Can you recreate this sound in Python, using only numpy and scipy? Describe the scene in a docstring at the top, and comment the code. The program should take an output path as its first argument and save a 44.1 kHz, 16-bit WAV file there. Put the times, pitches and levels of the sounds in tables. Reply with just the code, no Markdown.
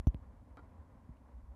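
"""Fingers knock on a hand-held camera, right at the microphone, outdoors on a quiet day. Each knock is
a tiny tick and a pressure push that the microphone's bass cut turns into a short low thump; the hardest
one overloads and fizzes. The hand shifts in soft low bumps. Further off something clacks, and later
comes a faint tick. Behind it all lie a low rumble, a far wash like traffic, and faint hiss."""
import sys
import numpy as np
from scipy import signal
from scipy.fft import rfft, irfft
from scipy.io import wavfile
from scipy.ndimage import uniform_filter1d

SR = 44100
rng = np.random.default_rng(int(sys.argv[2]) if len(sys.argv) > 2 else 0)


def wav_record(signal):
    """Record a signal, one row per channel, as 16-bit PCM in the file named by sys.argv[1]."""
    frames = np.transpose(np.atleast_2d(signal))
    bounded = np.clip(frames, -1, 1)
    # unit amplitude maps onto the largest positive 16-bit level
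    quanta = np.round(bounded * 32767).astype(np.int16)
    wavfile.write(sys.argv[1], SR, quanta)


N = 68355


def from_db(db):
    """Decibels to gain."""
    return 10 ** (np.asarray(db) / 20)


def rms_one(x):
    """Scale to rms 1."""
    return x / np.sqrt(np.mean(x ** 2) + 1e-20)


def level(rows):
    """Gain over time from points of seconds and dB."""
    seconds, db = np.transpose(rows)
    return from_db(np.interp(np.arange(N) / SR, seconds, db))


def noise(spectrum):
    """Noise of rms 1, coloured by points of Hz and relative dB."""
    hz, db = np.transpose(spectrum)
    bins = np.maximum(np.arange(N // 2 + 1) * SR / N, 1)
    gain = from_db(np.interp(np.log(bins), np.log(hz), db)) * np.minimum(bins / hz[0], 1)
    return rms_one(irfft(rfft(rng.standard_normal(N)) * gain, N))


def ring(x, hz, t60):
    """One mode: a click sets off a sine that falls 60 dB in t60 seconds."""
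    r, w = from_db(-60 / (t60 * SR)), 2 * np.pi * hz / SR
    return signal.lfilter([0, np.sin(w)], [1, -2 * r * np.cos(w), r * r], x + 1e-18)


def section(x, hz, q, kind):
    """Second-order high-pass or notch."""
    w = 2 * np.pi * hz
    top = [1, 0, 0] if kind == "high" else [1, 0, w * w]
    return signal.lfilter(*signal.bilinear(top, [1, w / q, w * w], SR), x + 1e-18)


def low_pass(x, hz):
    """Gentle first-order low-pass."""
    return signal.lfilter(*signal.butter(1, hz, fs=SR), x)


def knocks():
    """Fingers on the case push on the microphone, ring the case low, click and tick."""
    # Each row: start in seconds, push in dB, push length in seconds, contact hardness in Hz,
    # then click, bright tick and low ring, each in dB.
    contacts = [(-0.0215, -8.5, .0013, 900, -65.5, -70, -25),
                (0.0704, -3.5, 0.0014, 1500, -17.5, -37, -5.5),
                (0.1454, -20.5, 0.001, 4100, -23.5, -48, -35), (1.0916, -40, 0.00097, 600, -92, -90, -19.5)]
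    # Low modes of the case. Each row: pitch in Hz, level in dB, seconds to fall 60 dB.
    case_modes = [(153.3, -27.5, 0.06), (237, -34.5, 0.067), (313, -50, 0.044), (590, -51.5, 0.042),
                  (905, -56, 0.044)]
    # The microphone's bass cut. Each row: corner in Hz and Q of one resonant high-pass.
    bass_cut = [(57.6, 1.51), (39.7, 1.05)]
    overload_top = 0.14   # full scale is 1
    lead = int(0.1 * SR)   # room for a knock just before time zero
    t = np.arange(-lead, N) / SR
    push, blows, clicks, ticks = np.zeros((4, lead + N))
    for start, push_db, length, contact_hz, click_db, tick_db, ring_db in contacts:
        age = np.maximum(t - start, 0) / length
        pulse = from_db(push_db) * age * np.exp(-age)
        push += low_pass(pulse + 1e-18, contact_hz)   # a soft contact rounds the push
        at = lead + int(start * SR)
        blows[at], clicks[at], ticks[at] = from_db([ring_db, click_db, tick_db])
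    push += sum(from_db(db) * ring(blows, hz, t60) for hz, db, t60 in case_modes)
    for hz, q in bass_cut:
        push = section(push, hz, q, "high")
    push = overload_top * np.tanh(push / overload_top)
    hollow_thump = section(push, hz=430, q=4, kind="notch")
    dull_clicks = low_pass(clicks, hz=3150)
    roll_off = signal.butter(5, 3400, fs=SR, output="sos")
    tick_band = signal.butter(1, [8700, 12300], "band", fs=SR, output="sos")
    body = signal.sosfilt(roll_off, hollow_thump + dull_clicks)
    bright_ticks = signal.sosfilt(tick_band, ticks + 1e-18)
    return (body + bright_ticks + fizz(push))[lead:]


def fizz(push):
    """The microphone overloads: each big swing sets off a short rough whistle, weaker each time."""
    # The whistle and its octave. Each row: multiple of the pitch, level in dB.
    partials = [(1, -52.5), (2, -57.5)]
    pitch_hz, waver_hz, smooth_hz, fade_s = 5990, 210, 690, 0.0055
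    overloaded = np.abs(push) > 0.08
    overloaded_s = np.cumsum(overloaded) / SR
    gate = low_pass(overloaded * np.exp(-overloaded_s / fade_s) + 1e-18, smooth_hz)
    waver = rms_one(low_pass(rng.standard_normal(len(push)), smooth_hz))
    phase = 2 * np.pi * np.cumsum(pitch_hz + waver_hz * waver) / SR
    return gate * sum(from_db(db) * np.sin(multiple * phase) for multiple, db in partials)


def hand_bumps():
    """The hand shifts on the camera: each bump is a round swell of a few low cycles."""
    # Each row: centre in seconds, peak in dB, half length in seconds, pitch in Hz.
    bumps = [(0.173, -45, 0.02, 52), (0.227, -48.5, 0.016, 60), (0.291, -49.5, 0.028, 56),
             (0.399, -52, 0.016, 58.6), (0.524, -49.5, 0.017, 61.3), (0.63, -49.5, 0.013, 73),
             (0.802, -47, .02, 78.3), (1.115, -47.5, 0.0087, 61.4), (1.368, -45, 0.028, 62),
             (1.443, -47, 0.0085, 51.7), (1.507, -43.5, 0.02, 59.6)]
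    t, out = np.arange(N) / SR, 0
    for (centre, db, half, hz), turn in zip(bumps, rng.random(len(bumps))):
        swell = np.exp(-np.abs((t - centre) / half) ** 3)
        out = out + from_db(db) * swell * np.sin(2 * np.pi * (hz * (t - centre) + turn))
    return out


def far_clack():
    """A light clack some way off, smeared by reflections from nearby walls."""
    # A hit and a weaker rebound. Each row: start in seconds, level in dB.
    hits = [(0.5718, -56), (0.5926, -63)]
    # Modes of the struck thing. Each row: pitch in Hz, level in dB, seconds to fall 60 dB.
    modes = [(289, -1, 0.14), (560, -8, 0.082), (838, -2, 0.045), (1070, -5, 0.05), (1274, 2, 0.067),
             (1387, -7, 0.12), (1975, -13.5, .05), (2310, -15, 0.066), (3110, -16.5, 0.044),
             (3850, -18.5, .05), (4470, -25, 0.055), (5070, -32, .05)]
    # Scatter off the walls. Each row: frequency in Hz, relative density in dB.
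    scatter = [(200, 0), (800, 0.5), (1100, -0.5), (1400, 4.5), (1750, -14), (2400, -17), (2800, -43),
               (3200, -29), (4600, -29), (5600, -46), (12000, -52)]
    hold_s, t60_s = 0.022, 0.055
    clicks = np.zeros(N)
    for start, db in hits:
        clicks[int(start * SR)] = from_db(db)
    body = sum(from_db(db) * ring(clicks, hz, t60) for hz, db, t60 in modes)
    age = np.arange(N) / SR - hits[0][0]
    fade = (age > 0) * from_db(-60 * np.maximum(age - hold_s, 0) / t60_s)
    return body + from_db(-58.5) * fade * noise(scatter)


def faint_tick():
    """A tiny dry tick in the distance that barely clears the background."""
    # Each row: frequency in Hz, relative density in dB.
    colour = [(1200, -20), (2000, -5), (2900, 3), (3500, -11), (4500, -12), (6000, -27)]
    start_s, t60_s = 1.169, 0.043
    age = np.arange(N) / SR - start_s
    fade = (age > 0) * from_db(-60 * np.maximum(age, 0) / t60_s)
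    return from_db(-80) * fade * noise(colour)


def rumble():
    """A low bed of moving air, evened out so that it drifts only slowly."""
    # Each row: frequency in Hz, relative density in dB.
    colour = [(20, -19), (35, -11.5), (50, -3.5), (65, 0.5), (85, -3), (105, -5.5), (135, -22),
              (300, -40.5), (1000, -75.5)]
    # Each row: time in seconds, level in dB.
    drift = [(0, -54.5), (.2, -56), (.45, -60.5), (.7, -58.5), (.9, -61.5), (1.2, -61), (1.55, -59)]
    air = noise(colour)
    power = uniform_filter1d(air ** 2, int(0.064 * SR))
    return level(drift) * air / np.sqrt(power + 1e-6)


def far_wash():
    """A wash like traffic a long way off; its level flickers slightly."""
    # Each row: frequency in Hz, relative density in dB.
    colour = [(30, -12), (100, -3), (140, -3.5), (190, -0.5), (265, 2.5), (330, -9.5), (400, -12),
              (530, -7), (680, -10), (850, -11), (1020, -7.5), (1250, -18), (1500, -21), (2100, -25.5),
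              (2800, -35.5), (4500, -43.5), (13000, -56.5)]
    # Each row: time in seconds, level in dB.
    drift = [(0, -64.5), (.25, -63), (.5, -64), (.8, -63.5), (1.0, -64.5), (1.2, -67), (1.35, -63),
             (1.55, -65.5)]
    flicker_db, flicker_hz = 1.5, 14
    flicker = rms_one(low_pass(low_pass(rng.standard_normal(N), flicker_hz), flicker_hz))
    return level(drift) * from_db(flicker_db * flicker) * noise(colour)


def hiss():
    """Faint steady hiss under everything."""
    # Each row: frequency in Hz, relative density in dB.
    colour = [(1000, 1), (4000, 0), (7000, -0.5), (12500, -2), (13200, -12), (16000, -18)]
    return from_db(-89) * noise(colour)


def scene():
    """One microphone: handling noise up close, the outdoors behind it."""
    return (knocks() + hand_bumps() + far_clack() + faint_tick() + rumble() + far_wash() + hiss())[None]


def record(dry):
    """The top is cut steeply, 60 dB down at 14.7 kHz."""
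    return signal.sosfilt(signal.cheby2(12, 60, 14700, fs=SR, output="sos"), dry)


dry = scene()
out = record(dry)
wav_record(out)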